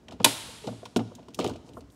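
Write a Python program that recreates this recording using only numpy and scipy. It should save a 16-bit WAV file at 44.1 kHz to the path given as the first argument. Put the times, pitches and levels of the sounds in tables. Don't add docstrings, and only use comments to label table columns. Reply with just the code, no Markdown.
import sys
import numpy as np
from scipy import signal
from scipy.fft import rfft, irfft
from scipy.io import wavfile
from scipy.ndimage import uniform_filter1d

SR = 44100
rng = np.random.default_rng(int(sys.argv[2]) if len(sys.argv) > 2 else 0)


def gain_from_db(level_db):
    decades = np.asarray(level_db, float) / 20
    return 10 ** decades


def log_audio(samples):
    frames = np.atleast_2d(samples).T
    limited = np.clip(frames, -1, 1)
    pcm = np.round(limited * 32767).astype(np.int16)
    wavfile.write(sys.argv[1], SR, pcm)


N = 85995
SNAP_S = .2441

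# f/Hz, level/dB, t60/s
PANEL_MODES = [(78, -26, .12), (113, -11.5, 0.29), (160, -7, 0.061), (233, -4, 0.056), (275.4, -8.5, 0.11),
               (318, -3, 0.047), (442.4, -1, 0.038), (489, -4.5, 0.044), (626, -3, 0.025),
               (742.7, -6.5, 0.041), (914, -2, 0.02), (1192, -3.5, 0.016), (1427, -7, 0.025),
               (1770, -12.5, 0.012)]
# f/Hz, level/dB
TICK_SPECTRUM = [(1000, -16), (1900, -2), (3100, 3), (4300, -3.5), (6000, -6), (10000, -10), (13000, -13),
                 (16000, -13)]
# t/s, level/dB
HAND_STRAIN = [(0.0, -59.5), (0.19, -44), (0.248, -33.5), (0.338, -45), (0.592, -59), (0.685, -30),
               (0.815, -54.5), (0.83, -43), (0.928, -70), (0.966, -32), (1.07, -52), (1.368, -54.5),
               (1.394, -26), (1.432, -29.5), (1.45, -21), (1.64, -52.5), (1.791, -46.5), (1.95, -70)]


def fade(t, t60):
    return np.exp(-np.log(1000) * t / t60)


def unit(x):
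    return x / np.sqrt(np.mean(x ** 2))


def curve(points, hz, col=1):
    p = np.array(points)
    return np.interp(np.log(np.maximum(hz, 1)), np.log(p[:, 0]), p[:, col])


def colour(x, gain_db):
    return irfft(rfft(x) * gain_from_db(gain_db(np.fft.rfftfreq(len(x), 1 / SR))), len(x))


def octaves(hz, centre_hz):
    return np.log2((hz + 1) / centre_hz)


def add(out, x, start_s):
    i = int(start_s * SR)
    out[i:i + len(x)] += x[:len(out) - i]


def ring(modes, extra_db=0, detune=1, size=8192):
    t, m = np.arange(size) / SR, np.array(modes)
    level = gain_from_db(m[:, 1] + extra_db) * (-1.) ** np.arange(len(m))
    hz = m[:, 0] * detune
    partials = fade(t, m[:, 2:]) * np.sin(2 * np.pi * hz[:, None] * t)
    return (level[:, None] * partials).sum(0)


def floor():
    # f/Hz, level/dB per Hz
    floor_spectrum = [(15, -40.5), (25, -17), (64, -2), (256, -1), (863, -15.5), (2000, -23.5), (3160, -27),
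                      (5730, -28), (16000, -46)]
    noise = rng.standard_normal(N)
    return gain_from_db(-58.5) * unit(colour(noise, lambda f: curve(floor_spectrum, f) - 40 * (f < 20)))


def rumble():
    centre_hz, level_db, swing_db = 73.4, -58, 4.5
    follow, lag_s = .3, 0.027
    t, s = np.arange(N) / SR, np.array(HAND_STRAIN)
    swing = np.interp(t * 12, np.arange(40), rng.standard_normal(40))
    tug_db = uniform_filter1d(np.interp(t - lag_s, s[:, 0], s[:, 1]), size=4000) + 48
    low = colour(rng.standard_normal(N), lambda f: -11 * octaves(f, centre_hz) ** 2)
    return unit(low) * gain_from_db(level_db + swing_db * swing + follow * tug_db)


def hall(x):
    # f/Hz, t60/s, level/dB
    hall_bands = [(150, 2.4, -19.5), (400, 0.17, -26), (1000, 1.7, -24.5), (1980, 1.2, -27.5),
                  (4000, 1.3, -26), (7040, 1.7, -28), (9300, 1, -24), (13200, 0.73, -31.5)]
    delay_s, early_db, early_t60_s = 0.0072, 9.5, 0.21
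    t, noise, tail = np.arange(SR) / SR, rng.standard_normal(SR), 0
    for hz in 60 * 2 ** np.arange(0, 8.2, .5):
        band = colour(noise, lambda f: -24 * octaves(f, hz) ** 2)
        t60 = curve(hall_bands, hz)
        level = gain_from_db(curve(hall_bands, hz, col=2)) / np.sqrt(t60 * SR / 14)
        decay = fade(t, t60) + gain_from_db(early_db) * fade(t, early_t60_s)
        tail = tail + band * level * decay
    return signal.fftconvolve(x, tail * np.clip(t / delay_s - .5, 0, 1))[:N]


def scuffs():
    # t/s, length/s, level/dB, centre f/kHz
    scuff_events = [
        (0.146, .06, -84.5, 2.4),
        (1.038, 0.068, -64.5, 3.7),
        (1.367, 0.04, -59, 6.2),
        (1.645, 0.062, -66.5, 5.9),
        (1.736, 0.078, -67.5, 8.7),
        (1.894, 0.079, -69.5, 8.6),
    ]
    out, t = np.zeros(N), np.arange(8192) / SR
    for start_s, length_s, db, khz in scuff_events:
        grains = rng.standard_normal(8192) ** 3
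        hiss = unit(colour(grains, lambda f: -16 * octaves(f, 1000 * khz) ** 2))
        add(out, gain_from_db(db) * hiss * np.sin(np.pi * np.clip(t / length_s, 0, 1)), start_s)
    return out


def strain():
    slips_per_s, spread_db = 450, 2.5
    creak_db, creak_hz, rub_db = -4, 441, -27
    s, f = np.array(HAND_STRAIN), np.array(PANEL_MODES)[:, 0]
    slips = (rng.random(N) < slips_per_s / SR) * rng.standard_normal(N)
    slips = slips * gain_from_db(spread_db * rng.exponential(size=N))
    body = ring(PANEL_MODES, -10 * np.log10(1 + (f / creak_hz) ** 4))
    creak = signal.fftconvolve(slips, body)[:N]
    rub = colour(rng.standard_normal(N) + slips / slips.std(), lambda hz: curve(TICK_SPECTRUM, hz) - hz / 900)
    force_db = np.interp(np.arange(N) / SR, s[:, 0], np.minimum(s[:, 1], -38))
    return (gain_from_db(creak_db) * unit(creak) + gain_from_db(rub_db) * unit(rub)) * gain_from_db(force_db)


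def ticks():
    # t/s, peak level/dB, brightness/octaves from 4 kHz, t60/s
    tick_events = [(.0837, -35, -.2, .03), (.1096, -41, .1, .04), (.1214, -43, 0.1, .09),
                   (.2004, -37, -.5, .05), (.2164, -42, .1, .03), (.2294, -43, .4, .06),
                   (.6379, -44, -.3, .09), (.6704, -33, .1, .07), (.8545, -33, .2, .045),
                   (.9617, -21, .1, .04), (.9674, -25, .6, .04), (.9936, -35, -.4, .05),
                   (1.1513, -39, .7, .04), (1.1917, -50, -.4, .04), (1.2284, -53, -.5, .04),
                   (1.284, -43, .1, .04), (1.3364, -50, .1, .05), (1.3448, -30, .8, .035),
                   (1.3897, -23, .2, .04), (1.4005, -29, .4, .035), (1.4084, -30, -.3, .07),
                   (1.4431, -25, .3, .045), (1.4636, -28, -.1, .03), (1.4744, -31, .5, .04),
                   (1.4945, -36, .4, .05), (1.5589, -43, .1, .05), (1.6901, -48, .4, .05),
                   (1.7344, -51, .4, .06), (1.8073, -47, .4, .04), (1.9006, -52, .4, .04),
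                   (.471, -46, 2, .03), (.699, -47, .6, .03), (1.3045, -53, 0, .04), (1.415, -33, -.2, .05),
                   (1.426, -38, .2, .05), (1.436, -38, -.2, .04), (1.455, -38, .3, .05),
                   (1.483, -39, .3, .05), (1.51, -44, 0, .07), (1.535, -46, 0, .06)]
    level_db, width_oct, attack_s = -6.5, 1.05, 0.00023
    out, t = np.zeros(N), np.arange(4096) / SR
    for start_s, db, bright, t60 in tick_events:
        noise = rng.standard_normal(4096)
        tone = colour(noise, lambda f: curve(TICK_SPECTRUM, f) - 6 * ((octaves(f, 4000) - bright) / width_oct) ** 2)
        shape = np.minimum(t / attack_s, 1) * fade(t, t60)
        add(out, gain_from_db(db + level_db) * unit(tone) * shape, start_s)
    return out


def knocks():
    # t/s, rms level over the first 23 ms/dB, brightness/octaves from 500 Hz, rattle length/s
    knock_events = [(0.082, -43, 0.2, 0.018), (0.118, -38.5, 0.55, 0.007), (0.13, -36.5, -1.13, 0.013),
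                    (0.201, -29, 0.81, 0.0064), (0.25, -20, -0.53, 0.0083), (0.478, -43.5, -0.0054, 0.017),
                    (0.635, -35, -0.14, 0.024), (0.666, -28, -1.5, 0.0019), (0.686, -29, -0.32, 0.0024),
                    (0.749, -48.5, -1.2, 0.005), (0.831, -36, -0.15, 0.003), (0.856, -39, .88, 0.0057),
                    (0.9615, -17.5, -1.1, 0.00067), (0.9905, -28, 0.66, 0.0021),
                    (1.117, -42, -0.012, 0.0013), (1.184, -42.5, -0.43, 0.0035),
                    (1.194, -42.5, -0.23, 0.0028), (1.228, -54, 0.32, 0.0025), (1.283, -40.5, 0.09, 0.0037),
                    (1.3885, -19, 0.022, 0.0054), (1.41, -28.5, -.75, 0.0065),
                    (1.4446, -25.5, 0.64, 0.0024), (1.448, -26.5, -0.32, 0.0065),
                    (1.502, -29, -0.87, 0.0057), (1.554, -38, -0.41, 0.0022), (1.673, -46.5, -0.037, 0.021),
                    (1.768, -34.5, 0.22, 0.0065), (1.805, -44, -0.8, 0.013), (0.199, -25, -1.1, 0.0049),
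                    (0.996, -27.5, -1.12, .008), (0.673, -28.5, -0.015, 0.0023), (.695, -30.5, -1.1, 0.014),
                    (.72, -41, -0.25, 0.011), (0.977, -22.5, -1.12, 0.0078), (1.021, -38.5, -0.85, 0.0052),
                    (1.419, -28, 0.01, 0.013), (1.436, -33, -0.67, 0.01), (1.46, -22.5, -0.55, 0.0042),
                    (1.479, -31, 0.25, 0.013), (1.518, -39, -0.91, .008), (.9618, -21, -.19, 0.0011),
                    (.962, -27, 0.25, 0.0022), (.963, -33.5, 1.5, 0.0019), (.973, -32, .3, 0.008),
                    (1.001, -32, 0.59, 0.0061), (1.391, -29, 0.66, 0.0026), (0.683, -35, 0.44, 0.0042),
                    (1.443, -26.5, -0.46, 0.0015), (1.496, -37, .9, 0.013), (0.258, -17.5, .85, 0.0085)]
    level_db, scatter_db, detune = -7, 1.5, .015
    dull_db = 2
    favoured_db, favoured_oct = 9, 0.054
    out, t, f = np.zeros(N), np.arange(2048) / SR, np.array(PANEL_MODES)[:, 0]
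    for start_s, db, bright, rattle_s in knock_events:
        off_oct = np.log2(f / 500) - bright
        mode_db = scatter_db * rng.standard_normal(len(f)) - 3 * off_oct ** 2
        mode_db -= dull_db * np.maximum(off_oct, 0) ** 2
        mode_db += favoured_db * np.exp(-(off_oct / favoured_oct) ** 2)
        body = ring(PANEL_MODES, mode_db, 1 + detune * rng.standard_normal(len(f)))
        rattle = rng.standard_normal(2048) * np.exp(-t / rattle_s) * np.minimum(t / rattle_s / 0.28, 1)
        push = 0.25 * rattle + (t == 0)
        blow = signal.fftconvolve(push, body)
        add(out, gain_from_db(db + level_db) * blow / blow[:1024].std(), start_s)
    return out


def snap_far():
    # f/Hz, level/dB
    snap_spectrum = [(150, -14), (600, -1), (1700, -4), (3500, 3), (5800, -5.5), (9500, -2.5),
                     (11200, -3.5), (13000, -15.5)]
    impulse = (np.arange(N) == int(SNAP_S * SR)) * 1.
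    blow = colour(impulse, lambda f: curve(snap_spectrum, f))
    return gain_from_db(23) * blow / np.sqrt(np.sum(blow ** 2))


def snap():
    # f/Hz, level/dB, t60/s
    clip_modes = [(1900, -12, 0.0045), (3200, -13, 0.0032), (4340, -1.5, 0.0028), (5590, -5.5, 0.004),
                  (6400, -2.5, 0.0025), (7600, -4.5, 0.0032), (9550, -4.5, 0.0038), (12240, -10.5, .004),
                  (14500, -27.5, 0.0016)]
    shell_modes = [(256, -12, .1), (361, -11, .08), (576, -8, .1), (620, -5, .1), (941, -4, .09),
                   (1040, -5, .11), (1437, -6, .08), (2290, -6, .06), (2450, -1, .07), (2600, -2, .07),
                   (2990, 1, .07), (3480, 2, .08), (3680, -2, .07), (3910, -1, .06)]
    clip_db, attack_s, hold_s, crack_s = -11, .0004, .0065, .002
    shell_db, choke_after_s, choke_s, choked = -15, .008, .003, .25
    out, t, t_shell = np.zeros(N), np.arange(2048) / SR, np.arange(8192) / SR
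    crack = rng.standard_normal(2048) * np.minimum(t / attack_s, 1)
    crack = crack * np.exp(-np.maximum(t - hold_s, 0) / crack_s)
    rung = signal.fftconvolve(crack, ring(clip_modes, size=2048))
    add(out, gain_from_db(clip_db) * rung / rung[:256].std(), SNAP_S)
    choke = choked + (1 - choked) * np.exp(-np.maximum(t_shell - choke_after_s, 0) / choke_s)
    add(out, gain_from_db(shell_db) * choke * ring(shell_modes), SNAP_S)
    return out


def scene():
    cover = ticks() + knocks() + strain()
    cover = signal.sosfilt(signal.butter(2, 108, "high", fs=SR, output="sos"), cover)
    echoes = hall(cover + snap_far())
    return (cover + snap() + echoes + floor() + scuffs() + rumble())[None]


def band_limit(x):
    return signal.sosfilt(signal.butter(12, 16460, fs=SR, output="sos"), x)


def record(dry):
    ceiling, low_hz, top_hz = .66, 45, 15740
    x = dry / (1 + (np.abs(dry) / ceiling) ** 6) ** (1 / 6)
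    x = signal.sosfilt(signal.butter(2, low_hz, "high", fs=SR, output="sos"), x)
    x = signal.sosfilt(signal.ellip(14, .2, 75, top_hz, fs=SR, output="sos"), x)
    return band_limit(x)


dry = scene()
out = record(dry)
log_audio(out)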